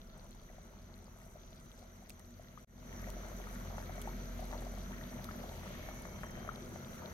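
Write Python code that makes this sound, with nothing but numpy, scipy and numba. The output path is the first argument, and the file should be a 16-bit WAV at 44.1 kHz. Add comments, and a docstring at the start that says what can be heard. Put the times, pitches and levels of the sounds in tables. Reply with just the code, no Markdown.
"""A kitchen, close above a pot of thick curry simmering on a gas stove, heard at a left and a right port.
Flame and boil are noise shaped by standing waves; steam hiss and jet whistles are noise in higher bands.
Machines and faint whines are wavering sines. Bubbles are damped gliding sines that excite the pot's air;
bursting skins are shorter ones, and dropped pieces splash as decaying noise with short ringing notes.
The sound dips once to near silence and fades back in louder."""
import sys
import numpy as np
from scipy import signal
from scipy.fft import rfft, irfft, next_fast_len
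from scipy.io import wavfile
from scipy.ndimage import uniform_filter1d
from numba import njit

SR = 44100
rng = np.random.default_rng(int(sys.argv[2]) if len(sys.argv) > 2 else 0)


def master(y):
    """Save y as 16-bit WAV."""
    cut = np.clip(np.atleast_2d(y).T, -1, 1)
    pcm = np.round(cut * 32767)  # scale
    wavfile.write(sys.argv[1], SR, pcm.astype(np.int16))


N = 314433

DIP_S, BACK_S, FULL_S = 2.648, 2.672, 2.97  # near silent from, fading in from, full at
STEAM_HZ = 2200  # above this the steam hiss takes over from the roar
PLOP_LAG_S, TICK_LAG_S = 0.00017, 0.0004  # the right port hears bubbles later


def undb(db):
    """Decibel law: the amplitude gain of a level in dB."""
    return 10 ** (np.asarray(db) / 20)


def level(x, db):
    """Mean-square normalisation: scale to an rms level in dB."""
    return x * undb(db) / np.sqrt(np.mean(x ** 2))


def over_time(table):
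    """Linear interpolation: a level curve at every sample."""
    s, db = np.transpose(table)
    return np.interp(np.arange(N) / SR, s, db)


def over_hz(table, hz):
    """Logarithmic frequency: a spectrum joined by straight lines on a log axis."""
    f, db = np.transpose(table)
    return np.interp(np.log(hz + 1), np.log(f + 1), db)


def before_after(levels):
    """Step function: one value until the sound fades back in, another from then on."""
    return np.where(np.arange(N) < BACK_S * SR, *levels)


def window(a, b):
    """Sine-power envelope: a swell from silence to silence between two times in s."""
    progress = np.clip((np.arange(N) / SR - a) / (b - a), 0, 1)
    return np.sqrt(np.sin(np.pi * progress).clip(0))


def walk(rate):
    """Slow random modulation: levels held 1 / rate s and smoothed twice; spread near 1."""
    hold = int(SR / rate)
    steps = np.repeat(rng.standard_normal(N // hold + 1), hold)
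    smooth = uniform_filter1d(uniform_filter1d(steps, hold), hold)
    return 1.746 * smooth[:N]


def ring(x, hz, width):
    """Simple resonance: two poles, gain 1 at the centre, width in Hz."""
    return signal.lfilter(*signal.iirpeak(hz, hz / width, fs=SR), x)


@njit
def grains(n, start, hz, cycles, size, glide, rise):
    """Damped oscillation: a sine of rising pitch swells over `rise` cycles, loses 8.7 dB in `cycles`."""
    y = np.zeros(n)
    for k in range(len(start)):
        w, phase, fall, grow = 2 * np.pi * hz[k] / SR, 0., 1., 1.
        stop = min(n, start[k] + int(6 * cycles[k] * SR / hz[k]))
        for i in range(start[k], stop):
            phase += min(3., w * (1 + glide * phase / (2 * np.pi * cycles[k])))
            fall *= np.exp(-hz[k] / SR / cycles[k])
            grow *= np.exp(-hz[k] / SR / rise)
            y[i] += size[k] * fall * (1 - grow) * np.sin(phase)
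    return y


def bubbles(s, db, hz, pan_db, cycles, glide, rise, lag_s=PLOP_LAG_S):
    """Interaural time and level difference: damped notes reach the nearer left port first and louder."""
    # the envelope's maximum is divided out, so db sets the peak
    top = rise * np.log(1 + cycles / rise)
    peak = np.exp(-top / cycles) * (1 - np.exp(-top / rise))
    cycles = cycles + 0 * s  # one value per bubble
    ports = []
    for arrival_s, gain_db in ((s, pan_db / 2), (s + lag_s, -pan_db / 2)):
        start = (arrival_s * SR).astype(np.int64)
        ports.append(grains(N, start, hz, cycles, undb(db + gain_db) / peak, glide, rise))
    return np.array(ports)


def swarm(count, lo_hz, hi_hz, db, spread_db, loud_db, patchy_db):
    """Clustered random process: time, level with a long upper tail, pitch and left minus right dB."""
    u = rng.random((count, 4)).T
    busy = np.cumsum(undb(patchy_db * walk(12)))
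    s = np.interp(u[0], busy / busy[-1], np.arange(N) / SR)
    tail_db = -spread_db * np.log(np.maximum(u[1], .06))
    size_db = db + loud_db[(s * SR).astype(int)] + tail_db
    return s, size_db, lo_hz * (hi_hz / lo_hz) ** u[2], 1 + 7 * u[3]


# Gain of the side (half-difference) noise: f/Hz, level/dB
SIDE_GAIN = [(60, -21), (110, -17), (200, -14), (380, -9), (700, -0.5), (1290, 2), (2380, -3), (4400, -0.5),
             (15000, -1)]
# Balance of the noise between the ports: f/Hz, left minus right level/dB
PORT_TILT = [(60, -2.5), (110, 4.5), (200, -1), (380, 2), (700, 0), (1290, 1.5), (2380, 4.5), (4400, -1.5),
             (8120, -2), (15000, 5)]
LEAD = 0.61  # share of the mid noise that, in the treble, enters the side a quarter cycle ahead


def flicker(colour, swell_db, own_db, rate):
    """Band-filtered noise of mean-port rms 1: half octaves swell together and flicker alone."""
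    n = next_fast_len(N)
    hz = np.arange(n // 2 + 1) * SR / n
    gain = colour(hz)
    mid, side = rfft(rng.standard_normal((2, n))) * gain
    side = side + 1j * LEAD * mid * hz / (hz + STEAM_HZ)
    side = side * undb(over_hz(SIDE_GAIN, hz))
    tilt = undb(over_hz(PORT_TILT, hz) / 2)
    ports = np.array([(mid + side) * tilt, (mid - side) / tilt])
    half_octave = 2 * np.log2(hz / 20 + 1e-9)
    out, swell = 0, walk(2.86)
    for band in range(20):
        share = np.cos(np.pi / 2 * np.clip(half_octave - band, -1, 1))
        if np.max(share * gain) > 1e-3 * np.max(gain):  # skip empty bands
            band_noise = irfft(ports * share, n)[:, :N]
            out = out + band_noise * undb(swell_db * swell + own_db * walk(rate))
    return out / np.sqrt(np.mean(out.mean(0) ** 2))


def tone(hz, waver):
    """Frequency modulation: a sine of rms 1 whose pitch wanders by the fraction `waver`."""
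    pitch = hz * (1 + waver * walk(4.26))
    return np.sqrt(2) * np.sin(2 * np.pi * np.cumsum(pitch) / SR)


# Low hum, swelling after the dip and dying away in steps; it also wavers: t/s, level/dB
HUM_LEVEL = [(0, -59.5), (.7, -57), (2.63, -61.5), (2.67, -50), (4.3, -45.5), (4.9, -47.5), (5.3, -54),
             (6.05, -55.5), (6.6, -56.5), (7.13, -74)]
# Second machine tone, heard only until the fade-in: t/s, level/dB
DRONE_LEVEL = [(0, -58), (.55, -58), (.85, -69), (1.5, -65.5), (2.2, -68), (2.63, -73)]
HUM_HZ, DRONE_HZ, WHIRR_HZ = 44.3, 31, 242


def hums(roar_db):
    """Near-periodic machine vibration: three wavering sines, alike at both ports."""
    drone = tone(DRONE_HZ, 0.012) * undb(over_time(DRONE_LEVEL))
    drone = drone * before_after((1, 0))
    hum = tone(HUM_HZ, 0.012) * undb(over_time(HUM_LEVEL) + 1.0 * walk(9))
    whirr = tone(WHIRR_HZ, 0.0039) * undb(roar_db - 12.0 + 2.4 * walk(6))
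    return hum + drone + whirr


# Faint tones that come and go: from t/s, to t/s, f/Hz, rms level/dB before swell and waver
THIN_TONES = [(3.25, 3.514, 2239, -68), (3.84, 4.157, 2250, -67.5), (5.6, 6.25, 2230, -65.5),
              (5.78, 6.1, 1785, -65.5), (5.7, 6.28, 2115, -72), (6.36, 6.7, 2220, -70),
              (6.06, 6.62, 3146, -71)]


def thin_tones():
    """Amplitude and phase modulation: sines swell, waver and fade, a quarter cycle apart at the ports."""
    t = np.arange(N) / SR
    port_cycles = np.array([[0], [.25]])
    out = 0
    for a, b, hz, db in THIN_TONES:
        envelope = undb(db + walk(10)) * np.sqrt(2) * window(a, b)
        cycles = hz * t + .08 * walk(8) + port_cycles
        out = out + envelope * np.sin(2 * np.pi * cycles)
    return out


# Spectral density shared by roar and steam, only its shape matters: f/Hz, level/dB (per Hz)
NOISE_SPECTRUM = [(16, -13), (60, -5), (123, -4), (222, -3), (293, -13), (642, -16), (759, -20),
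                  (1330, -22), (3000, -30), (3750, -28), (5230, -36), (6180, -30.5), (7600, -41),
                  (10000, -41.5), (16000, -40)]
# Standing waves of the kitchen and the pot's air: f/Hz, width/Hz (where the dB halve), lift/dB
STANDING_WAVES = [(26.4, 20, 10), (86.4, 18.5, 13.5), (102.4, 8.7, -12), (129.6, 37, 4.5), (197, 21.7, 6.5),
                  (235.8, 15, 7), (348.3, 51, 9), (413.7, 8.7, 9.5), (503, 25, 7), (645, 62, 11),
                  (1333, 160, 6.5), (2170, 840, 6.5)]


def roar_colour(hz):
    """Room modes: standing waves lift or dip the rumble of flame and boil."""
    lift_db = sum(db / (1 + (2 * (hz - f) / w) ** 2) for f, w, db in STANDING_WAVES)
    return undb(over_hz(NOISE_SPECTRUM, hz) + lift_db) / np.sqrt(1 + (hz / STEAM_HZ) ** 8)


def steam_colour(hz):
    """High-pass filtering: steam hiss is the upper part of the same spectrum."""
    return undb(over_hz(NOISE_SPECTRUM, hz)) / np.sqrt(1 + (STEAM_HZ / (hz + 1)) ** 8)


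# Whistle bands of the gas jets: f/Hz, width/Hz (two standard deviations), relative level/dB
JET_BANDS = [(5982, 370, -1), (6410, 990, -5.5), (11910, 410, -5.5), (12840, 950, -15), (11200, 1020, -12)]
JET_ECHO_S, JET_ECHO = 0.00796, 0.46  # delay and strength of an echo in the burner


def jet_colour(hz):
    """Comb filtering: a short echo ripples the jets' whistle bands."""
    bands = sum(undb(db) * np.exp(-(2 * (hz - f) / w) ** 2 / 2) for f, w, db in JET_BANDS)
    return bands * np.abs(1 + JET_ECHO * np.exp(2j * np.pi * hz * JET_ECHO_S))


# The upper whistle's own swell: t/s, gain/dB at the band centre
UPPER_WHISTLE = [(0, -3.5), (2.63, 1), (3.2, 0.5), (4.2, 2.5), (5.8, 3), (6.4, -2.5), (7.13, 0)]


def jets():
    """Narrow-band jet noise: whistles flicker and the upper one swells by a resonance of varying gain."""
    jet = flicker(jet_colour, swell_db=0.42, own_db=1.2, rate=25)
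    return jet + (undb(over_time(UPPER_WHISTLE)) - 1) * ring(jet, 11900, 4000)


# A swell of steam: from t/s, to t/s, f/Hz, width/Hz of each resonance, rms level/dB before the swell
STEAM_PUFF = (5.5, 6, 2800, 2200, -60.5)


def puff():
    """Uncorrelated turbulence noise: a brief hiss through two equal resonances, unrelated at the ports."""
    a, b, hz, width, db = STEAM_PUFF
    hiss = ring(ring(rng.standard_normal((2, N)), hz, width), hz, width)
    return level(hiss, db) * window(a, b) ** 2


# Pieces and drops slap the surface: t/s, rms level/dB before the decay, f/Hz, left minus right level/dB
SURFACE_SLAPS = [(2.0906, -54, 10000, 2), (2.096, -43.5, 9000, -5), (2.1035, -45.5, 4500, 4),
                 (2.195, -50.5, 6000, 1), (3.102, -46, 9000, 8), (4.0164, -41, 13000, -2),
                 (4.0231, -50, 9000, 3), (5.243, -41.5, 8000, 2)]
# Short ringing notes within the slaps: t/s, peak level/dB (mean of the ports), f/Hz
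SLAP_RINGS = [(2.097, -47, 11800), (2.103, -48.5, 2370), (4.0163, -42, 10500), (4.0203, -47, 3100),
              (4.0231, -51, 6000), (5.243, -48, 3570), (5.2432, -50, 11500)]
SLAP_WIDTH, SLAP_RISE_S, SLAP_T60_S = 1.6, .0002, .007  # width is a multiple of the centre
SPRAY_DB, SPRAY_T60_S = -13, .045  # a softer spray trails each slap


def slaps():
    """Impulsive impact noise: two exponential decays shape each spray, with short damped sines added."""
    out = np.zeros((2, N))
    t = np.arange(int(.12 * SR)) / SR
    fall = 1000. ** (-t / SLAP_T60_S) + undb(SPRAY_DB) * 1000. ** (-t / SPRAY_T60_S)
    fall = fall * np.minimum(t / SLAP_RISE_S, 1)
    for s, db, hz, pan in SURFACE_SLAPS:
        noise = ring(rng.standard_normal((2, len(t))), hz, SLAP_WIDTH * hz)
        spray = level(noise, db) * fall
        i = int(s * SR)
        out[:, i:i + len(t)] += spray * undb([[pan / 2], [-pan / 2]])
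    s, db, hz = np.transpose(SLAP_RINGS) * 1.
    # cycles in proportion to pitch: every ring decays equally fast
    return out + bubbles(s, db, hz, pan_db=1.8, cycles=hz * 0.00089, glide=0.043, rise=2.4, lag_s=0.)


# Single small bursts, loud and soft, placed by time: t/s, peak level/dB (mean of the ports), f/Hz
CLEAR_TICKS = [(0.0166, -45.5, 3570), (0.1, -51.5, 4040), (0.197, -50, 4110), (0.309, -48, 7560),
               (0.316, -50, 3870), (0.329, -51, 3900), (0.436, -53, 7800), (0.7889, -53, 3960),
               (0.9411, -47, 3800), (0.959, -52, 8750), (1.044, -49, 7980), (1.5071, -53, 8450),
               (1.5302, -49, 3680), (1.6009, -50, 8880), (1.7168, -47, 3400), (2.4055, -59, 8730),
               (2.4245, -53, 8700), (2.485, -50, 3650), (3.0178, -42, 10700), (3.2857, -47, 7600),
               (3.366, -45, 10500), (3.417, -52, 9500), (3.5505, -47, 9300), (3.772, -48, 9500),
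               (3.826, -46, 9350), (3.956, -47, 9390), (4.405, -44, 9950), (4.4437, -46, 9140),
               (4.4546, -42, 10800), (4.516, -43, 3540), (4.5788, -43, 4120), (4.7185, -45, 10600),
               (4.816, -47, 3820), (4.8357, -47, 10500), (5.0385, -43, 3540), (5.142, -45, 9990),
               (5.2552, -45, 10200), (5.363, -42, 10900), (5.4926, -42, 3670), (6.0223, -39.5, 9500),
               (6.0734, -46, 10800), (6.2455, -46, 10600), (6.3094, -43, 9870), (6.559, -41, 3530),
               (6.7733, -47, 9790), (6.8471, -43, 3460), (7.0594, -39, 3700)]


def ticks(fizz_db):
    """Strongly damped oscillation: thin skins burst and die out in a few cycles."""
    s, db, hz = np.transpose(CLEAR_TICKS) * 1.
    pan_db = np.where(hz > 6000, 8., 2.5)  # high ones lie further to the left
    cycles = np.where(hz > 6000, 1.5, 2.4)
    clear = bubbles(s, db, hz, pan_db, cycles, glide=.05, rise=.5, lag_s=TICK_LAG_S)
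    low_bursts = swarm(count=1100, lo_hz=3090, hi_hz=5000, db=-5.5, spread_db=5.0,
                       loud_db=fizz_db, patchy_db=3)
    low = bubbles(*low_bursts, cycles=2.7, glide=0.067, rise=0.59, lag_s=TICK_LAG_S)
    # the finest vary from a broad click to a short ring
    cycles = 0.53 * 5.6 ** rng.random(1500)
    high_bursts = swarm(count=1500, lo_hz=6970, hi_hz=12600, db=-1.5, spread_db=4.5,
                        loud_db=fizz_db, patchy_db=4)
    high = bubbles(*high_bursts, cycles=cycles, glide=0.081, rise=0.55, lag_s=TICK_LAG_S)
    return clear + low + high


# Large bubbles: t/s, peak level/dB (before the pot's air adds to it), f/Hz, snap minus note level/dB
LARGE_BUBBLES = [(0.499, -52, 630, -10), (0.582, -50.5, 650, -15), (1.262, -53, 617, -10),
                 (1.355, -49.5, 610, -13), (1.825, -51.5, 640, -9), (2.021, -51.5, 655, -17),
                 (2.395, -50, 612, -10), (2.575, -45, 1066, -4), (3.074, -42, 620, -8),
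                 (3.166, -46.5, 615, -12), (3.246, -46, 580, 4), (3.401, -46, 627, -15),
                 (3.51, -48, 626, -9), (3.557, -57.5, 549, 17), (3.781, -39.5, 720, 3),
                 (3.801, -46, 720, 2), (3.894, -40, 664, -5), (3.955, -50, 643, -8), (3.978, -42, 626, -8),
                 (4.054, -44, 574, 0), (4.074, -37.5, 774, -7), (4.392, -41, 640, -7),
                 (4.425, -41, 653, -14), (4.527, -39.5, 696, 2.5), (4.534, -44, 810, 5),
                 (4.638, -47.5, 470, -11), (4.666, -41, 635, -12), (4.777, -45, 616, -12),
                 (5.015, -48, 580, -13), (5.187, -46, 597, -5), (5.289, -39, 1210, -12),
                 (5.31, -46.5, 680, 8.5), (5.438, -41, 666, -12), (5.52, -46, 644, 0.5),
                 (5.632, -45, 624, 3), (5.792, -47, 547, 0), (5.887, -40, 650, 3.5), (6.052, -48, 660, 11),
                 (6.233, -39, 1230, 6.5), (6.2394, -42, 970, -2), (6.372, -45.5, 630, -16),
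                 (6.402, -48, 675, -14), (6.448, -44, 660, 0.5), (6.476, -41.5, 594, 4),
                 (6.49, -32.5, 1220, -21), (6.758, -41, 610, 1.5)]
# Modes of the air in the pot: f/Hz, width/Hz, relative level/dB
POT_MODES = [(610, 44, -7.5), (917, 29, -5.5), (1259, 29, -3), (1876, 110, 0)]


def plops(loud_db):
    """Cavity resonance: each bubble's snap and short gliding note ring on in the pot's air."""
    s, db, hz, snap_db = np.transpose(LARGE_BUBBLES) * 1.
    pan_db = np.where(hz > 1000, 8., 5.)
    cycles = np.where(snap_db > 0, 1.2, 2.2)  # a hard snap leaves a shorter note
    big = bubbles(s, db, hz, pan_db, cycles, glide=.07, rise=1.8)
    snap = bubbles(s + 0.001297, db + snap_db, 1350 + 0 * s, pan_db=5.6,
                   cycles=0.46, glide=0.0047, rise=0.24)
    # the skin tears a second time a moment later
    snap = snap + undb(-6) * np.roll(snap, int(0.003495 * SR), axis=1)
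    # the collapsing crater spits a few smaller bubbles
    u = rng.random((len(s), 5, 3)).T
    spit_s = (s + 0.00409 + .022 * u[0]).ravel()
    spit_db = (db - 13 - 8 * u[1]).ravel()
    spit_hz = (hz * .8 * 2.2 ** u[2]).ravel()
    after = bubbles(spit_s, spit_db, spit_hz, pan_db=3.6, cycles=1.6, glide=.09, rise=.3)
    small_swarm = swarm(count=800, lo_hz=472, hi_hz=1124, db=-7.0, spread_db=3.0,
                        loud_db=loud_db, patchy_db=3.5)
    small = bubbles(*small_swarm, cycles=1.26, glide=0.069, rise=0.44)
    tiny_swarm = swarm(count=500, lo_hz=1095, hi_hz=3000, db=-12.5, spread_db=5.0,
                       loud_db=loud_db, patchy_db=4)
    tiny = bubbles(*tiny_swarm, cycles=1.47, glide=0.1, rise=0.64)
    notes = big + snap + after + small + tiny
    pot_air = sum(undb(d) * ring(notes, f, w) for f, w, d in POT_MODES)
    return notes + undb(4.5) * pot_air


# base levels (before the fade-in, from it on) in dB; fizz is the reference for the small bursts
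ROAR_DB, STEAM_DB = (-57, -48.5), (-73.5, -66)
JET_DB, FIZZ_DB = (-72.5, -65.5), (-63.5, -59.5)


def scene():
    """Linear superposition: the pressures of all sources add at the two ports."""
    roar_db = before_after(ROAR_DB)
    roar = undb(roar_db) * flicker(roar_colour, swell_db=0.089, own_db=1.0, rate=8.3)
    steam = undb(before_after(STEAM_DB)) * flicker(steam_colour, swell_db=0.72, own_db=1.0, rate=25)
    jet = undb(before_after(JET_DB)) * jets()
    background = hums(roar_db) + thin_tones() + roar + steam + jet + puff()
    return background + slaps() + ticks(before_after(FIZZ_DB)) + plops(roar_db)


TOP_HZ = 15800


def record(dry):
    """Gain envelope and low-pass filtering: one dip to near silence, a fade back in, no extreme treble."""
    times = [DIP_S - .002, DIP_S, BACK_S, BACK_S + 0.0009, FULL_S]
    fade = np.interp(np.arange(N) / SR, times, [0.96, 0.015, 0.0051, 0.071, 1])
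    lowpass = signal.ellip(10, .2, 80, TOP_HZ, fs=SR, output="sos")
    return signal.sosfilt(lowpass, dry * fade)


dry = scene()
out = record(dry)
master(out)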